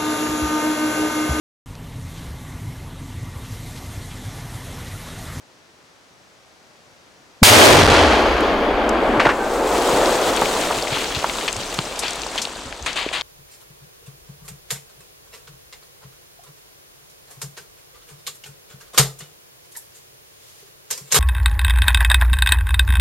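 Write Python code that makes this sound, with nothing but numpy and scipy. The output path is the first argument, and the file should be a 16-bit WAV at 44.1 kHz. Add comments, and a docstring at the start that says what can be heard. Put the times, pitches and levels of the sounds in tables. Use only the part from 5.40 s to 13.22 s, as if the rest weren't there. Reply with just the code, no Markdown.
"""A quiet forest quarry, among young spruces: a mine explodes close by.
A ground shock runs ahead of the air blast, which overloads the microphone and rolls back
from the forest, ever duller. Then the thrown soil comes down: a rush of clods, grit
sprinkling the needles, and single stones hitting ground and brush."""
import sys
import numpy as np
from scipy import signal
from scipy.fft import rfft, irfft
from scipy.io import wavfile
from scipy.ndimage import uniform_filter1d

SR = 44100
rng = np.random.default_rng(int(sys.argv[2]) if len(sys.argv) > 2 else 0)


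def unload_wav(signal):
    """Save mono or channel-first audio to the path in sys.argv[1] as 16-bit WAV at rate SR, clipped to [-1, 1]."""
    wavfile.write(
        sys.argv[1],
        SR,
        np.round(np.clip(np.atleast_2d(signal).T, -1, 1) * 32767).astype(np.int16),
    )


N = 344862
T = np.arange(N) / SR
SHOCK_S = 2.0305
SHOCK_AGE_S = np.maximum(T - SHOCK_S, 0)
AFTER_SHOCK = T >= SHOCK_S


def undb(db):
    """Decibels to gain."""
    return 10 ** (np.asarray(db) / 20)


def unit(x):
    """Scale to an rms of 1."""
    return x / np.sqrt(np.mean(x ** 2) + 1e-18)


def pan(left_db):
    """Channel gains for a left-over-right level difference."""
    gains = undb(np.array([left_db, -left_db]) / 2).reshape(2, -1)
    return gains / np.sqrt(np.mean(gains ** 2, axis=0))


def band(x, hz, octaves, order=2):
    """Causal band-pass around a centre."""
    half = 2 ** (max(octaves, 0.2) / 2)
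    edges_hz = [min(hz / half, 0.4 * SR), min(hz * half, 0.45 * SR)]
    return signal.sosfilt(signal.butter(order, edges_hz, "band", fs=SR, output="sos"), x)


def smooth(x, time_s):
    """One-pole running average."""
    keep = np.exp(-1 / (time_s * SR))
    return signal.lfilter([1 - keep], [1, -keep], x)


def spectrum_db(points, hz):
    """Read a spectrum on a log-frequency axis."""
    points_hz, db = np.transpose(points)
    return np.interp(np.log(np.maximum(hz, 1)), np.log(points_hz), db)


def colour(x, points, size=4096):
    """Minimum-phase filter with the given spectrum; output rms 1."""
    gains = undb(spectrum_db(points, np.fft.rfftfreq(size, 1 / SR)))
    cepstrum = irfft(np.log(gains))
    cepstrum[1:size // 2] *= 2
    cepstrum[size // 2 + 1:] = 0
    response = irfft(np.exp(rfft(cepstrum)))
    return unit(signal.fftconvolve(x, response[None], axes=1)[:, :N])


def stereo_noise(side_db, size=N):
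    """Noise common to both ears plus a share that differs."""
    mid, side = rng.standard_normal((2, size))
    gain = undb(side_db)
    return (mid + gain * side * np.array([[1], [-1]])) / np.sqrt(1 + gain ** 2)


def walk(per_s):
    """Random steps, slewed twice; spread near 1."""
    hold = int(SR / per_s)
    steps = np.repeat(rng.standard_normal(N // hold + 1), hold)
    return 1.3 * uniform_filter1d(uniform_filter1d(steps, hold), hold)[:N]


def impacts(per_s, spread_db, scatter_db):
    """Random impulses, many small and few large, each from its own direction."""
    chance = np.minimum(per_s / SR, 1)
    size = undb(spread_db * np.minimum(rng.exponential(size=N), 5))
    hits = (rng.random(N) < chance) * size * rng.choice([-1, 1], N) / np.sqrt(chance)
    return hits * pan(scatter_db * rng.standard_normal(N))


def swell(peak_s, db, rise_db_s, fall_db_s):
    """Gain that rises to a peak and falls, linearly in dB."""
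    return undb(db - np.maximum(rise_db_s * (peak_s - T), fall_db_s * (T - peak_s)))


def place(events):
    """Mix (start in seconds, sound) pairs into a stereo track."""
    out = np.zeros((2, N))
    for start_s, sound in events:
        i = int(start_s * SR)
        out[:, i:i + sound.shape[-1]] += sound[..., :N - i]
    return out


# Each row: frequency in Hz, relative density in dB.
FOREST_SPECTRUM = [(30, -3), (68, 1), (110, 1.5), (200, -3), (480, -4), (1200, -9.5), (2800, -15),
                   (5900, -16), (10000, -27.5), (15000, -37)]
def forest(db=-49):
    """A light breeze in distant trees."""
    return colour(stereo_noise(-2.1), FOREST_SPECTRUM) * undb(db + 0.5 * walk(1.44))


def ground_shock(hz=205, db=-1, peak_s=2.0246, width_s=0.0043, zero_phase_s=1.6):
    """The ground wave shakes the microphone for a few cycles ahead of the air blast."""
    level = undb(db) * np.exp(-((T - peak_s) / width_s) ** 2)
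    return -level * np.sin(2 * np.pi * hz * (T - zero_phase_s))


def pressure_pulse(db=3, push_s=0.004, lead_s=0.0031, suction=0.16, suction_s=0.0056):
    """The blast wave thumps the microphone housing: a heavy push, then a longer, weaker suction."""
    age = T - SHOCK_S + lead_s
    push = np.sin(np.pi * np.clip(age / push_s, 0, 1))
    pull = np.sin(np.pi * np.clip((age - push_s) / suction_s, 0, 1))
    return undb(db) * (suction * pull - push)


def shock_crack(db=3, hz=850, length_s=0.0045):
    """The shock front: a few milliseconds of crack before any echo returns."""
    front = unit(band(stereo_noise(-14), hz, octaves=2.6))
    return front * undb(db) * np.exp(-(SHOCK_AGE_S / length_s) ** 4) * AFTER_SHOCK


# The roar before air loss. Each row: frequency in Hz, relative density in dB.
ROAR_SPECTRUM = [(60, -7), (150, -13), (260, 2.5), (380, 1), (600, 1.2), (1100, -3), (1800, -7), (2900, -6),
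                 (5000, -10), (8000, -11.5), (15000, -21)]
# Quarry, then far forest. Each row: peak in seconds, level in dB, rise in dB/s, fall in dB/s.
ECHO_SWELLS = [(2.26, 4, 84, 36.5), (3.76, -9.5, 13, 48)]
def roar(db=-3, fall_db_s=8.5, air_db=4.5, front_db=10, front_s=0.0035, build_s=0.066,
         narrow_above_hz=5600):
    """The shock and its countless echoes; later ones have come further and lost more treble."""
    age = SHOCK_AGE_S
    echo_power = sum(swell(*echo) ** 2 for echo in ECHO_SWELLS)
    level = np.sqrt(undb(db - fall_db_s * age) ** 2 + echo_power)
    centres_hz = 62.5 * 2 ** np.arange(0, 8.1, 0.5)
    weights = undb(spectrum_db(ROAR_SPECTRUM, centres_hz)) * np.sqrt(centres_hz)
    path = 1.675 * np.tanh(age / 2.32)  # the dulling levels off
    out = 0
    for hz, weight in zip(centres_hz, weights / np.linalg.norm(weights)):
        loss_db = air_db * path * (hz / 1000) ** 1.155
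        build = 1 - np.exp(-(age / build_s) ** 2) / (1 + (hz / 1300) ** 2)  # lows come late
        early_side_db = -3 if hz < narrow_above_hz else -20  # early roar wide, its top treble centred
        far_side_db = np.interp(hz, [400, 2000], [-16, -6.5])  # far echoes come from ahead
        side_db = np.interp(age, [0.2, 0.38], [early_side_db, far_side_db])
        noise = unit(band(stereo_noise(side_db), hz, octaves=0.56, order=3))
        out = out + weight * build * undb(-loss_db) * noise
    front = 1 + undb(front_db) * np.exp(-age / front_s)
    return out * front * level * undb(0.5 * walk(29.79)) * AFTER_SHOCK


def tearing(per_s=320, hz=2600):
    """Sharp reflections from single trunks and rocks crackle through the roar."""
    cracks = unit(band(impacts(per_s, spread_db=2, scatter_db=3), hz, octaves=1.7))
    return cracks * swell(peak_s=2.28, db=-12, rise_db_s=18, fall_db_s=42) * AFTER_SHOCK


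def boom(high_hz=98.86, low_hz=33.9, sink_s=0.6, width_hz=21, build_s=0.086):
    """A deep rumble that sinks in pitch as the fireball spreads, then lingers."""
    hz = low_hz + (high_hz - low_hz) / (1 + (SHOCK_AGE_S / sink_s) ** 4)
    phase = 2 * np.pi * np.cumsum(hz) / SR
    lowpass = signal.butter(3, width_hz, fs=SR, output="sos")
    slow = signal.sosfilt(lowpass, stereo_noise(-18, size=2 * N))
    rumble = unit(slow[:, :N] * np.cos(phase) + slow[:, N:] * np.sin(phase))
    tail_db = -13 - 3.5 * SHOCK_AGE_S
    level = np.hypot(swell(peak_s=2, db=-6.5, rise_db_s=50, fall_db_s=9.5), undb(tail_db))
    return rumble * level * (1 - np.exp(-SHOCK_AGE_S / build_s))


def needle_hiss(per_s=6000, hz=10500):
    """Dust driven by the blast hisses through the spruce needles."""
    hiss = unit(band(impacts(per_s, spread_db=2.6, scatter_db=9.9), hz, octaves=0.89))
    return hiss * swell(peak_s=2.15, db=-42, rise_db_s=60, fall_db_s=13) * AFTER_SHOCK


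def rock_face(hz=440):
    """The quarry face throws back the low middle of the blast."""
    echo = unit(band(stereo_noise(-4.5), hz, octaves=1.17))
    return echo * swell(peak_s=2.274, db=3, rise_db_s=110, fall_db_s=80) * AFTER_SHOCK


def blast_wind(peak_s=2.4, width_s=0.16, db=3, hz=48):
    """The rush of air buffets the microphone in uneven swings."""
    swings = np.tanh(unit(band(stereo_noise(-21), hz, octaves=2.34)))
    return undb(db) * np.exp(-((T - peak_s) / width_s) ** 2) * swings * AFTER_SHOCK


def landing(db, hz, octaves, decay_s, crack_db, rough_db=4, hard_s=0.0024, size=6000):
    """A first knock and a dying cluster of tiny contacts, in a band set by what is hit."""
    age = np.arange(size) / SR
    contacts = stereo_noise(-16, size) * undb(rough_db * rng.standard_normal(size))
    attack = 1 - np.exp(-age / (0.009 * decay_s))  # brush yields gradually
    contacts *= attack * np.exp(-age / decay_s)
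    hardness = np.exp(-decay_s / hard_s)  # bare stones knock hard
    contacts[:, SR // 1000] += np.linalg.norm(contacts) * hardness
    left_db = np.clip(6.5 * np.log2(hz / 1200), 0, 9.5)  # higher hits lie further left
    body = unit(band(contacts, hz, octaves)) * pan(left_db)
    crack = undb(crack_db) * unit(band(contacts, 1.16 * hz, octaves=1.56))
    return (body + crack) * np.sqrt(decay_s * SR / size) * undb(db)


# Each row: start in seconds, level in dB, centre in Hz.
PEBBLE_CLICKS = [(3.007, -32, 8460), (3.492, -22.5, 7000), (4.423, -25, 8000), (4.658, -18, 4400),
                 (4.964, -20, 7040), (5.013, -24, 8500), (5.057, -15.5, 2560), (5.212, -22.5, 6600),
                 (5.314, -35, 9000), (5.424, -19.5, 4930), (5.472, -20, 2380), (5.896, -17.5, 2620),
                 (5.985, -24, 2900), (6.011, -24, 2400), (6.128, -19, 6400), (6.165, -22, 6030),
                 (6.211, -29, 6000), (6.234, -30, 3400), (6.342, -26, 8500), (6.389, -14, 3300),
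                 (6.681, -19.5, 4230), (6.707, -23, 7000), (6.733, -25.5, 6600), (6.757, -28, 7800),
                 (6.818, -24, 5260), (6.834, -24, 3150), (6.867, -27, 6400), (6.9588, -28, 7000),
                 (7.052, -18.5, 3520), (7.3253, -25, 2300), (7.425, -29, 5600), (7.53, -25.5, 5500),
                 (7.689, -21.5, 2410), (7.811, -19.5, 3400)]
def pebble_clicks():
    """Pebbles click on branches."""
    return place((start_s, landing(db, hz, octaves=0.82, decay_s=0.0022, crack_db=-19.5))
                 for start_s, db, hz in PEBBLE_CLICKS)


GRIT_LEVEL = swell(peak_s=4.5, db=-23.1, rise_db_s=25, fall_db_s=3.6)
# Each row: frequency in Hz, relative density in dB.
GRIT_SPECTRUM = [(300, 6), (1000, 2), (2000, -3), (3800, -2.5), (5500, -7), (7500, -5), (10000, -12),
                 (15000, -19.5)]
def grit(dull_hz=9500, surge_db=1.24):
    """Sand ticks on needles and grass in small surges, sparser and duller as the shower ends."""
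    per_s = np.interp(T, [4.7, 7.5], [6500, 2200])
    ticks = colour(impacts(per_s, spread_db=2, scatter_db=5.4), GRIT_SPECTRUM)
    dull = signal.sosfiltfilt(signal.butter(2, dull_hz, fs=SR, output="sos"), ticks)
    dull_share = np.interp(T, [5, 7.4], [0, 0.75])
    return (ticks + dull_share * (dull - ticks)) * GRIT_LEVEL * undb(surge_db * walk(23)) * AFTER_SHOCK


def patter(per_band_per_s=45, scuff_s=0.005):
    """Crumbs glance off the foliage in soft scuffs at four pitches."""
    scuffs = 0
    for hz in np.geomspace(3000, 7600, 4):
        power = smooth(impacts(per_band_per_s, spread_db=1, scatter_db=4.4) ** 2, scuff_s)
        bursts = np.sqrt(power + 1e-18) * stereo_noise(-1)
        scuffs = scuffs + unit(band(bursts, hz, octaves=0.46, order=3))
    return unit(scuffs) * swell(peak_s=4.5, db=-31.5, rise_db_s=28, fall_db_s=3) * AFTER_SHOCK


# Each row: frequency in Hz, relative density in dB.
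CLOD_SPECTRUM = [(50, -13), (100, -21), (160, -12), (280, 0.5), (480, 4.5), (800, -0.5), (1300, -7),
                 (2500, -20.5), (6000, -45.5)]
def clods(peak_per_s=6300):
    """Soil lands as a dense rush of dull thuds that thins as it fades."""
    heavy = swell(peak_s=4.66, db=-14.9, rise_db_s=8.5, fall_db_s=14)
    stragglers = swell(peak_s=6.5, db=-35.5, rise_db_s=12, fall_db_s=7)
    level = np.hypot(heavy, stragglers)
    hits = impacts(peak_per_s * level / level.max(), spread_db=2.3, scatter_db=3.7)
    fade_in = np.interp(T, [3.6, 4.2], [0, 1])
    return colour(hits, CLOD_SPECTRUM) * level * undb(0.51 * walk(24.63)) * fade_in


# Each row: start in seconds, level in dB, centre in Hz.
EARTH_THUDS = [(3.774, -21, 119), (3.86, -17.5, 135), (4.53, -22.5, 120), (5.014, -19.5, 150),
               (5.367, -26, 125), (5.514, -21.5, 112), (5.766, -19, 92), (6.166, -24, 100),
               (6.385, -17.5, 151), (7.255, -27, 84.6), (7.409, -23, 48)]
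def earth_thuds(decay_cycles=1.36):
    """Lumps of earth thud down and die within a few cycles, so deep ones last longer."""
    return place((start_s, landing(db, hz, octaves=0.9, decay_s=decay_cycles / hz, crack_db=-8))
                 for start_s, db, hz in EARTH_THUDS)


# Each row: start in seconds, level in dB, centre in Hz, decay in seconds.
BRUSH_CRASHES = [(3.797, -18.5, 1740, 0.032), (3.852, -15.5, 1140, 0.03), (3.889, -19.5, 1370, 0.024),
                 (5.748, -25.5, 3150, 0.018), (6.079, -19, 2400, 0.011), (6.5907, -22.5, 6500, 0.0096),
                 (6.633, -27, 3600, 0.0076), (6.978, -21.5, 2840, 0.013), (7.017, -24, 5530, 0.014)]
def brush_crashes():
    """Rocks crash through brush."""
    return place((start_s, landing(db, hz, octaves=1.08, decay_s=decay_s, crack_db=-11))
                 for start_s, db, hz, decay_s in BRUSH_CRASHES)


# Each row: start in seconds, level in dB, pitch in Hz.
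STONE_KNOCKS = [(3.7975, -4, 1900), (3.799, -8, 2100), (3.8017, 4, 1220), (3.8532, 0, 1070),
                (3.856, -1, 1600), (3.8596, 2.5, 570), (3.8623, -4, 610), (3.8686, 3, 1080),
                (3.892, 0.5, 1030), (3.9001, -6, 1560), (5.165, -14, 980), (5.568, -13, 1130),
                (6.158, -20, 790), (7.326, -24, 623), (5.0195, 0, 870), (5.022, -8, 1020),
                (5.3068, -12, 1000), (5.311, -4, 950), (5.8435, 1, 1000), (5.956, -14, 900),
                (5.9856, -14, 1070), (6.389, -9.5, 1050), (6.636, -11, 704), (6.865, -13.5, 860),
                (6.957, -14, 820), (7.6636, -10, 413), (7.715, -19.5, 700)]
def stone_knocks(rise_cycles=0.4, soil_db=-23.5, size=6000):
    """Stones stop dead on bare ground within two or three swings and stir a little soil."""
    events = []
    for start_s, db, hz in STONE_KNOCKS:
        cycles = hz * np.arange(size) / SR
        blow = cycles / rise_cycles * np.exp(1 - cycles / rise_cycles) * np.sin(2 * np.pi * cycles)
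        soil = landing(db + soil_db, hz, octaves=1, decay_s=0.0075, crack_db=-5.5, size=size)
        events.append((start_s, soil - undb(db) * blow))
    return place(events)


def twigs(per_band_per_s=5, relative_db=-13):
    """Coarse grit flicks twigs and stems, each ringing briefly at its own pitch."""
    ticks = sum(unit(band(impacts(per_band_per_s, spread_db=0.93, scatter_db=29), hz, octaves=0.2))
                for hz in np.geomspace(1200, 8000, 16))
    fade_in = np.interp(T, [3.8, 5.5], [0, 1])
    return unit(ticks) * GRIT_LEVEL * undb(relative_db) * fade_in


def slab(start_s=4, db=-24, hz=1546, decay_s=0.06):
    """The heaviest rock strikes a slab, which rings with one clear tone."""
    age = np.maximum(T - start_s, 0)
    return undb(db) * np.exp(-age / decay_s) * np.sin(2 * np.pi * hz * age)


# Crumbs and sprays in grass. Each row: frequency in Hz, relative density in dB.
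SOIL_SPECTRUM = [(200, -11.5), (500, -7.5), (950, -1.5), (1700, -3), (2450, 0.5), (3400, -0.5), (4500, -5),
                 (5600, -18.5), (7000, -14.5), (9000, -23), (14000, -37)]
def crumbs(per_s=110, crumble_s=0.0033):
    """Small lumps break up in the grass, each a short crunch."""
    power = smooth(impacts(per_s, spread_db=2, scatter_db=7.2) ** 2, crumble_s)
    crunch = colour(np.sqrt(power + 1e-18) * stereo_noise(-10.5), SOIL_SPECTRUM)
    level = swell(peak_s=5, db=-27.5, rise_db_s=23, fall_db_s=8.5)
    return crunch * level * pan(left_db=2) * AFTER_SHOCK


def plops(per_band_per_s=14):
    """As the rush thins, the last small clods plop down singly at five pitches."""
    hits = sum(unit(band(impacts(per_band_per_s, spread_db=1.9, scatter_db=2.1), hz, octaves=0.71))
               for hz in np.geomspace(600, 1050, 5))
    fade_in = np.interp(T, [4.6, 5.4], [0, 1])
    return unit(hits) * swell(peak_s=7.5, db=-39, rise_db_s=2.5, fall_db_s=8) * fade_in


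# Each row: start in seconds, level in dB, attack in seconds, decay in seconds.
SOIL_SPRAYS = [(5.505, -25, 0.027, 0.085), (6.615, -25.5, 0.021, 0.073), (7.4603, -21, 0.001, 0.049),
               (7.555, -23, 0.019, 0.064), (7.726, -23.5, 0.0061, 0.11)]
def soil_sprays(fizz_db=-5, fizz_hz=7300, fizz_s=0.015):
    """Loose soil splashes into the grass in dense bursts; fine sand fizzes at each start."""
    body, fizz = 0, 0
    for start_s, db, attack_s, decay_s in SOIL_SPRAYS:
        age = np.maximum(T - start_s, 0)
        shape = (1 - np.exp(-age / attack_s)) * np.exp(-age / decay_s)
        level = undb(db) * shape / shape.max()
        body = body + level
        fizz = fizz + level * np.exp(-age / fizz_s)
    grains = colour(impacts(per_s=7000, spread_db=1.4, scatter_db=6.5), SOIL_SPECTRUM)
    sand = unit(band(impacts(per_s=9800, spread_db=1.4, scatter_db=10), fizz_hz, octaves=0.57))
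    return grains * body * pan(left_db=4.5) + undb(fizz_db) * sand * fizz


def scene(foliage_hz=12500):
    """The blast, then the falling soil, over the hush of the forest."""
    blast = ground_shock() + shock_crack() + roar() + tearing() + rock_face() + boom() + blast_wind()
    lull = undb(np.interp(T, [7, 7.27], [0, -2.9]))  # the fine debris runs low
    shower = clods() + (plops() + grit() + twigs() + crumbs() + patter()) * lull
    bed = (blast + shower + forest() + needle_hiss()) * pan(left_db=1.65)
    pieces = stone_knocks() + earth_thuds() + pebble_clicks() + brush_crashes()
    foliage_lowpass = signal.butter(2, foliage_hz, fs=SR, output="sos")
    return bed + signal.sosfilt(foliage_lowpass, pieces) + slab() + soil_sprays()


def saturate(x, ceiling, knee):
    """Round off peaks at a ceiling; a higher knee is harder."""
    return x / (1 + np.abs(x / ceiling) ** knee) ** (1 / knee)


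def gain_control(x, threshold_db=-7.5, reaction_s=0.13):
    """Turn both channels down as their running level passes the threshold."""
    power = smooth(np.mean(x ** 2, axis=0), reaction_s)
    return x / (1 + (power / undb(threshold_db) ** 2) ** 3) ** (1 / 6)


# The close pair hears widest in the upper middle. Each row: frequency in Hz, side gain in dB.
STEREO_WIDTH = [(100, 0.5), (300, -4), (700, -4), (1600, 2.5), (3000, 1), (6000, -3.5), (12000, -4)]
def record(dry, wind_cut_hz=250, top_hz=15850):
    """The capsules choke, the thump passes the wind filter, the amplifier clips and turns down."""
    choked = saturate(dry, ceiling=0.79, knee=4)
    thinned = signal.sosfilt(signal.butter(1, wind_cut_hz, "high", fs=SR, output="sos"), choked)
    clipped = saturate(thinned + pressure_pulse(), ceiling=0.89, knee=8)
    left, right = gain_control(clipped)
    width = undb(spectrum_db(STEREO_WIDTH, np.fft.rfftfreq(N, 1 / SR)))
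    side = irfft(rfft(left - right) * width, N)
    pair = np.array([left + right + side, left + right - side]) / 2
    return signal.sosfilt(signal.ellip(8, 0.2, 70, top_hz, fs=SR, output="sos"), pair)


dry = scene()
out = record(dry)
unload_wav(out)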